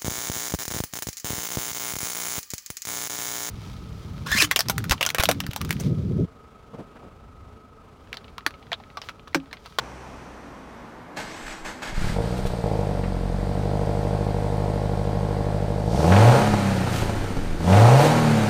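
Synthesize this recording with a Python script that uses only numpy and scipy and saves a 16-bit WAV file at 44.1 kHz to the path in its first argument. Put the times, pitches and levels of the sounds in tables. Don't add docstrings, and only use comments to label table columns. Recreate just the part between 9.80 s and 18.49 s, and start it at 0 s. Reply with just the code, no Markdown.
import sys
import numpy as np
from scipy import signal
from scipy.fft import rfft, irfft
from scipy.io import wavfile
from scipy.ndimage import uniform_filter1d

SR = 44100
rng = np.random.default_rng(int(sys.argv[2]) if len(sys.argv) > 2 else 0)


def to_wav(sig):
    pcm = np.clip(np.atleast_2d(sig), -1, 1) * 32767
    pcm = np.round(pcm).astype(np.int16)
    wavfile.write(sys.argv[1], SR, pcm.T)


N = 383229
T = np.arange(N) / SR

# t/s, firings per second f/Hz
START_SPEED = [(2.1, 13.15), (2.22, 31.66), (2.45, 58.72), (2.6, 63.59), (2.85, 54.33), (3.3, 45.44),
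               (3.5, 45.31), (3.85, 50.35), (4.6, 50.97), (6.0, 50.78)]
# opens t/s, closes t/s, firings per second aimed for f/Hz
REVS = [(6.064, 6.639, 143.4), (7.811, 8.332, 159.7)]
# delay at idle t/s, strength level/dB
CYLINDERS = [(-.00052, -3.5), (-.0007, -0.3), (.0007, 0.9), (.00055, 0.7)]
# t/s, extra level/dB
HARD_FIRINGS = [(2.365, 1), (2.387, -0.5), (2.654, 8), (2.737, 4.5), (2.84, 4.5), (2.915, 3), (2.991, 5),
                (3.194, 3), (6.076, 1.5), (6.142, 2.5), (6.737, 14), (7.222, 11), (7.295, 13.5), (7.335, 8),
                (7.565, 7)]


def undb(db):
    return 10 ** (np.asarray(db) / 20)


def unit(x):
    return x / np.sqrt(np.mean(x ** 2))


def steady(x, seconds=0.11):
    size = int(seconds * SR / 2)
    power = uniform_filter1d(uniform_filter1d(x ** 2, size), size)
    return x / np.sqrt(np.abs(power) + 1e-3 * np.mean(x ** 2))


def curves(table):
    s, *columns = np.transpose(table)
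    return [np.interp(T, s, c) for c in columns]


def noise():
    return rng.standard_normal(N)


def waver(rate):
    size = int(SR / rate)
    steps = np.repeat(rng.standard_normal(N // size + 1), size)
    return unit(uniform_filter1d(steps, size)[:N])


def smooth(x, seconds):
    return uniform_filter1d(x * 1., max(int(seconds * SR), 1), mode="nearest")


def swell(s, length):
    return np.exp(-2 * ((T - s) / length) ** 2)


def cut(x, hz, kind, order=2):
    return signal.sosfilt(signal.butter(order, hz, kind, fs=SR, output="sos"), x)


def ring(x, modes):
    return sum(undb(db) * signal.lfilter(*signal.iirpeak(hz, hz / width, fs=SR), x) for hz, width, db in modes)


def colour(x, points, size=4096):
    hz, db = np.transpose(points)
    grid = np.maximum(np.arange(size // 2 + 1) * SR / size, 1)
    cepstrum = irfft(np.log(undb(np.interp(np.log(grid), np.log(hz), db))))
    cepstrum[1:size // 2] *= 2
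    cepstrum[size // 2 + 1:] = 0
    return signal.fftconvolve(x, irfft(np.exp(rfft(cepstrum))))[:N]


def clicks(times, sizes):
    return np.bincount(np.clip(times * SR, 0, N).astype(int), sizes, N + 1)[:N]


def fade(x, seconds):
    return signal.lfilter([1], [1, -np.exp(-1 / (seconds * SR))], x)


def yard(hum_hz=62):
    # f/Hz, level/dB
    yard_colour = [(18, -60), (30, -9), (70, -13.5), (172, -8.5), (254, -7), (311, -11), (991, -12),
                   (1160, -14.5), (1310, -16), (1740, -20), (2140, -22.5), (2500, -28.5), (14000, -51.5)]
    # f/Hz, level/dB
    pump_colour = [(1470, -51), (2500, 0), (2690, -7), (3730, -15), (5250, -13), (5870, -7), (6740, -16),
                   (9230, -20), (12000, -45), (15600, -60), (22000, -120)]
    # t/s, relative level/dB
    pump_level = [(0, 4.5), (.35, 2.5), (.7, -2), (1.15, -7), (1.45, -40)]
    # t/s, f/Hz
    far_hum = [(.55, 300), (.8, 265), (1.05, 225), (1.22, 242), (1.33, 297), (1.55, 325), (2.1, 322)]

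    pump_db, = curves(pump_level)
    far_hz, = curves(far_hum)
    traffic_db = -42 + 3 * np.exp(-T / 0.37) + .5 * waver(8.8)
    traffic = unit(colour(noise(), yard_colour)) * undb(traffic_db)
    heard = smooth((T > far_hum[0][0]) & (T < far_hum[-1][0]), .15)
    far = heard * undb(-49 + 2 * waver(26)) * np.sin(2 * np.pi * np.cumsum(far_hz) / SR)
    phase = 2 * np.pi * np.cumsum(hum_hz * (1 + 0.027 * waver(11.0))) / SR
    hum = undb(-48) * np.sin(phase) + undb(-54) * np.sin(2 * phase)
    pump_hiss = undb(-59.0) * unit(colour(noise(), pump_colour))
    return traffic + far + (hum + pump_hiss) * undb(pump_db)


def starter_effort(attack_s=.008, release_s=0.024, spin_db=-41.5, crank_db=-47.5):
    # start t/s, length t/s, level/dB
    compressions = [(1.359, .05, -41), (1.658, .07, -40), (1.844, 0.057, -35.5), (2.022, 0.073, -36),
                    (2.137, 0.17, -38.5)]
    strain = 0
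    for s, length, db in compressions:
        rise = np.clip((T - s) / attack_s, 0, 1)
        release = np.exp(-np.maximum(T - s - length, 0) / release_s)
        strain = strain + undb(db) * rise * release
    running = undb(np.interp(T, [1.72, 1.82], [spin_db, crank_db]))
    running = running * np.interp(T, [1.362, 1.372, 2.15, 2.34], [0, 1, 1, 0])
    return np.hypot(strain, running)


def starter(pinion_hz=8000):
    # t/s, f/Hz
    mesh = [(1.37, 694), (1.49, 850), (1.54, 1085), (1.6, 1250), (1.67, 1290), (1.74, 1090), (1.8, 1250),
            (2.3, 1395)]
    # t/s, relative level/dB
    knock_hits = [(1.37, -18.5), (1.401, -30), (1.852, -35), (2.021, -26)]
    # f/Hz, level/dB
    starter_colour = [(100, -7.5), (230, 1), (420, -7), (700, -10), (1100, -5.5), (1700, 0), (2600, -10.5),
                      (3600, -12.5), (8000, -19), (9600, -30), (15000, -40)]
    # f/Hz, width f/Hz, level/dB
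    housing = [(613, 58, 5), (817, 92, 5), (1550, 51, -4), (2080, 92, 1), (2480, 40, -1)]

    mesh_hz, = curves(mesh)
    phase = 2 * np.pi * np.cumsum(mesh_hz * (1 + .006 * waver(700))) / SR
    partials = ((2, -13), (3, -16), (4, -17), (5, -9), (6, -9), (7, -16), (8, -24), (10, -25))
    whine = sum(undb(db + 2 * waver(56)) * np.sin(k * phase) for k, db in partials)
    whine *= np.interp(T, [1.4, 1.5, 1.8, 1.95], [.4, 0.61, 0.47, 0.26])
    teeth = noise() * undb(1.0 * waver(250))
    grind = unit(unit(colour(teeth, starter_colour)) + 0.51 * unit(ring(teeth, housing)))
    pinion = unit(ring(noise(), [(pinion_hz, 60, 0)]))
    pinion = pinion * np.interp(T, [1.38, 1.41, 1.9, 2.05], [0, 0.16, 0.1, 0.023])
    s, hit_db = np.transpose(knock_hits)
    knocks = fade(clicks(s, undb(hit_db - 12)), 0.019)
    body = unit(ring(teeth, housing[:2]))
    return (0.81 * grind + .8 * body) * knocks + (grind + whine + pinion) * starter_effort()


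def throttle(lead_s=0.013, slew_s=0.13, delay_s=.03):
    opened = sum(smooth((T > opens + delay_s) & (T < closes - lead_s), slew_s) for opens, closes, _ in REVS)
    idling = smooth(T < REVS[0][0] + delay_s, slew_s)
    return idling, opened, 1 - idling - opened


def gusts():
    # t/s, length t/s, level/dB
    gust_hits = [(1.67, .07, -38), (1.85, 0.074, -38), (2.226, .13, -21), (2.66, 0.092, -26),
                 (6.71, .1, -32), (7.245, .07, -27), (7.4, .09, -27), (7.576, 0.075, -25),
                 (7.714, 0.13, -23)]
    draught_db = (-56, -50, -38)
    draught = sum(share * undb(db) for share, db in zip(throttle(), draught_db)) * (T > START_SPEED[0][0])
    puffs = sum(undb(db) * swell(s, length) for s, length, db in gust_hits)
    rumble = steady(cut(cut(noise(), 35, "low", order=4), 11, "high"))
    return rumble * np.hypot(draught, puffs)


def crank(coast_hz_per_s=56.3, smoothing_s=.1):
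    points = list(START_SPEED)
    for k, (opens, closes, top_hz) in enumerate(REVS):
        s, hz = points[-1]
        fall_hz = coast_hz_per_s * (opens - s) * (k > 0)
        points += [(opens, hz - fall_hz), (closes, top_hz)]
    s, hz = points[-1]
    hz, = curves(points + [(s + 1, hz - coast_hz_per_s)])
    return np.where(T > START_SPEED[-1][0], smooth(hz, smoothing_s), hz)


def strengths(hz, full_hz=106.1, surge_share=0.46, surge_s=0.018):
    # t/s, thump level/dB, bark level/dB, hiss level/dB
    start_level = [(2.13, -38, -51, -28), (2.23, -26, -30.5, -38.5), (2.31, -26.5, -40.5, -43),
                   (2.39, -22, -24.5, -51.5), (2.43, -25, -32.5, -46.5), (2.82, -29, -34, -50.5),
                   (2.85, -25, -26.5, -50), (3.42, -24.5, -35, -53), (4.03, -23.5, -28, -50.5),
                   (6.0, -24, -29, -51.5)]
    # idle trim level/dB,
    # throttle open at full_hz level/dB, slope per doubling of speed level/dB,
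    # coasting at full_hz level/dB, slope per doubling of speed level/dB
    thump_law = (0, -20.5, 0, -28.5, 5.5)
    bark_law = (-4, -20, 12, -38, 18.5)
    rasp_law = (3, -25, 26, -35.5, 14.5)
    hiss_law = (-0.5, -34.5, 12.5, -44.5, 13)

    idling, opened, coasting = throttle()
    octaves = np.log2(hz / full_hz)

    def law(start_db, layer):
        trim_db, open_db, open_slope, coast_db, coast_slope = layer
        idle_part = idling * (start_db + trim_db)
        open_part = opened * (open_db + open_slope * np.minimum(octaves, 0))
        return idle_part + open_part + coasting * (coast_db + coast_slope * octaves)

    thump_db, bark_db, hiss_db = curves(start_level)
    s, extra_db = np.transpose(HARD_FIRINGS)
    surge_db = surge_share * smooth(fade(clicks(s - .004, extra_db), surge_s), 0.0027)
    thump_db = law(thump_db, thump_law) + surge_db
    bark_db = law(bark_db, bark_law) + surge_db
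    return thump_db, bark_db, law(hiss_db, rasp_law), law(hiss_db, hiss_law)


def firings(fired, revving, idle_scatter_db=1.0, rev_scatter_db=1.5, ragged_db=1.0, jitter_s=.00007):
    count = np.arange(1, int(fired[-1]) + 1)
    times = np.interp(count, fired, T)
    delay, db = np.array(CYLINDERS)[count % 4].T
    chance = rng.standard_normal((len(count), 2)).T
    fast = np.interp(times, T, revving)
    ragged = (times < 2.8) | ((times > 6.9) & (times < 7.8))
    db = db + (idle_scatter_db + rev_scatter_db * fast + ragged_db * ragged) * chance[0]
    for s, extra_db in HARD_FIRINGS:
        nearest = np.argmin(np.abs(times + .002 - s))
        db[nearest] += extra_db
    jitter = jitter_s * (1 + 3 * ragged) * chance[1]
    return times + delay * (1 - 0.28 * fast) + jitter, undb(db)


def thump(pulses, puff_s=0.0074):
    # f/Hz, width f/Hz, level/dB
    silencer = [(44.5, 3, 1), (106.3, 14, -3.5), (188, 58, 5.5)]
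    puff = np.sin(np.pi * np.minimum(T[:1024] / puff_s, 1)) ** 2
    flow = -signal.fftconvolve(pulses, puff)[:N]
    return steady(cut(flow + 1.74 * ring(flow, silencer), 11, "high", order=1))


def disperse(x, seconds=0.002335, share=0.65):
    feedback = np.zeros(int(seconds * SR) + 1)
    feedback[0], feedback[-1] = 1, share
    return signal.lfilter(feedback[::-1], feedback, x)


def bark(times, sizes, gas, revving, direct=0.21, direct_low_hz=520, direct_top_hz=900):
    # f/Hz, width f/Hz, idling level/dB, loaded level/dB
    pipe = [(325.6, 38, -3, 0.5), (478.3, 67, 5, 2.5), (577, 51, 6, 10), (703, 54, 3, 8), (823, 40, 2.5, 5),
            (948, 17, -1.5, -1), (1062, 47, -2, -11), (1260, 81, -8, -5), (1380, 44, -20, -13),
            (1505, 40, -12, -21)]
    blast = 0
    for k in range(len(CYLINDERS)):
        header = rng.standard_normal(1024) * np.exp(-T[:1024] / .005)
        edges = -clicks(times[k::len(CYLINDERS)], sizes[k::len(CYLINDERS)])
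        scattered = signal.fftconvolve(edges, header / np.linalg.norm(header))[:N]
        blast = blast + edges + (.3 + .15 * revving) * scattered
    slap = cut(-clicks(times + 0.001494, sizes), direct_low_hz, "high")
    slap = direct * steady(cut(slap, direct_top_hz, "low", order=4))
    blast = cut(steady(disperse(blast)) + 0.36 * gas, 188, "high")
    idle = cut(ring(blast, [(hz, width, db) for hz, width, db, _ in pipe]), 705, "low", order=4)
    loaded = cut(ring(blast, [(hz, width, db) for hz, width, _, db in pipe]), 1130, "low", order=4)
    rung = (1 - revving) * steady(idle) + revving * steady(loaded)
    return steady(rung + slap * (1 - 0.5 * revving))


def engine_bay(fired, tick_scatter_db=4.0):
    # f/Hz, level/dB
    bay_colour = [(1760, -38), (3000, -0.5), (3320, -0.5), (3600, -1.5), (4290, 0), (4430, -3),
                  (4770, -1.5), (5690, -5), (7010, -9), (8690, -5), (9550, -12.5), (14300, -19.5),
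                  (15000, -20)]
    # f/Hz, width f/Hz, level/dB
    injectors = [(3060, 22, -8), (3700, 60, 9), (4150, 54, -1), (4720, 35, 24.5), (8500, 180, -6)]
    times = np.interp(np.arange(1, 2 * fired[-1]) / 2, fired, T)
    sizes = undb(tick_scatter_db * rng.standard_normal(len(times)))
    ticks = fade(clicks(times, sizes), 0.0045)
    clatter = .5 * steady(ticks * noise()) + noise()
    return steady(unit(colour(clatter, bay_colour)) + undb(-15.0) * unit(ring(clatter, injectors)))


def drone(fired, hz, revving, waver_db=0.5):
    # multiple of the four-firing cycle, resonance f/Hz, half width f/Hz,
    # throttle open level/dB, coasting level/dB
    drone_orders = [(3, 105.3, 23, -49.5, -25), (4, 120.5, 31, -10.5, -30.5), (4, 153, 7.2, -18, -21.5),
                    (6, 215.5, 36.4, -35, -22), (8, 184.6, 26, -16.5, -40.5)]
    _, opened, _ = throttle(0.075)
    out = 0
    for k, centre_hz, width_hz, open_db, coast_db in drone_orders:
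        resonance = np.exp(-((k * hz / 4 - centre_hz) / width_hz) ** 2)
        db = coast_db + opened * (open_db - coast_db) + waver_db * waver(30)
        out = out + resonance * undb(db) * np.cos(np.pi / 2 * k * (fired - .2))
    return -np.sqrt(2) * out * revving


def engine(edge_s=.0003, gas_s=0.01):
    # f/Hz, level/dB
    rasp_colour = [(560, -28.5), (950, -3.5), (1000, -8), (1400, -1), (1620, -3), (2490, -7.5), (3070, -17),
                   (3310, -21), (3800, -15.5), (4940, -30), (8360, -120)]
    # f/Hz, level/dB
    flow_colour = [(1760, -21.5), (3000, -2.5), (3620, -6.5), (4550, -4.5), (4970, -7.5), (6170, -7.5),
                   (7810, -11.5), (8810, -9), (10200, -17), (13900, -20.5), (15000, -25)]

    hz = crank()
    firing = T > START_SPEED[0][0]
    fired = .6 + np.cumsum(hz * firing) / SR
    revving = np.clip((hz - 60) / 22, 0, 1)
    thump_db, bark_db, rasp_db, hiss_db = strengths(hz)
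    times, sizes = firings(fired, revving)
    edge_times = times + edge_s
    edges = clicks(edge_times, sizes)
    gas = steady(fade(edges, gas_s) * noise())

    low = thump(clicks(times, sizes)) * undb(thump_db - 5.7 * revving) + drone(fired, hz, revving)
    burble = steady(cut(cut(gas, 356, "low", order=4), 105, "high"))
    burble = burble * undb(thump_db - 11.0 + 8.8 * revving)
    pipe_bark = bark(edge_times, sizes, gas, revving) * undb(bark_db + 3.5)
    crackle = steady(colour(edges, rasp_colour)) * (0.018 + 0.15 * revving)
    rough = steady(colour(0.34 * gas + 1.04 * noise(), rasp_colour))
    rasp = steady(crackle + rough) * undb(rasp_db - 3.5 * revving)
    flow = steady(colour(noise() + 0.75 * gas, flow_colour))
    hiss = np.sqrt(1 - revving) * engine_bay(fired) + np.sqrt(revving) * flow
    caught = np.clip((T - 2.15) / 0.18, 0, 1)
    return low + burble + (pipe_bark + rasp + hiss * undb(hiss_db + 0.9)) * caught


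def air(bright_hz=2500, gasp_hz=5600, gasp_width_hz=1100, gasp_after_s=0.13, gasp_s=0.15):
    # t/s, length t/s, level/dB
    hiss_bursts = [(2.27, .08, -49), (2.583, 0.024, -43), (2.67, 0.012, -36), (7.17, 0.12, -35.5),
                   (8.24, 0.079, -30)]
    gasps = sum(swell(opens + gasp_after_s, gasp_s) for opens, _, _ in REVS)
    bursts = sum(undb(db) * swell(s, length) for s, length, db in hiss_bursts)
    intake = unit(ring(noise(), [(gasp_hz, gasp_width_hz, 0)])) * undb(-46) * gasps
    grains = noise() * undb(2.5 * waver(400))
    bright = unit(cut(cut(grains, bright_hz, "low", order=1), 1200, "high"))
    return intake + bright * bursts


def cracks(decay_s=.012):
    # t/s, relative level/dB
    late_burns = [(2.6534, -32), (3.237, -27), (6.32, -11.5), (6.3626, -13.5), (6.737, -29), (7.222, -29),
                  (7.293, -35), (7.926, -14), (7.969, -16)]
    s, db = np.transpose(late_burns)
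    burst = fade(clicks(s, undb(db + 4)), decay_s) * noise()
    return cut(cut(burst, 2600, "low", order=4), 600, "high", order=1)


def scene():
    car = engine() + air() + cracks() + starter()
    tail = noise() * np.exp(-T / 0.056) * (T > .012)
    tail = tail[:SR // 2] / np.sqrt(np.sum(tail ** 2))
    echo = signal.fftconvolve(cut(car, 272, "high"), tail)[:N]
    return (car + undb(-6.5) * echo + gusts() + yard())[None]


def record(dry, top_hz=15300):
    rounded = np.tanh(0.72 * dry) / 0.77
    return signal.sosfilt(signal.ellip(10, .2, 80, top_hz, fs=SR, output="sos"), rounded)


dry = scene()
out = record(dry)
to_wav(out)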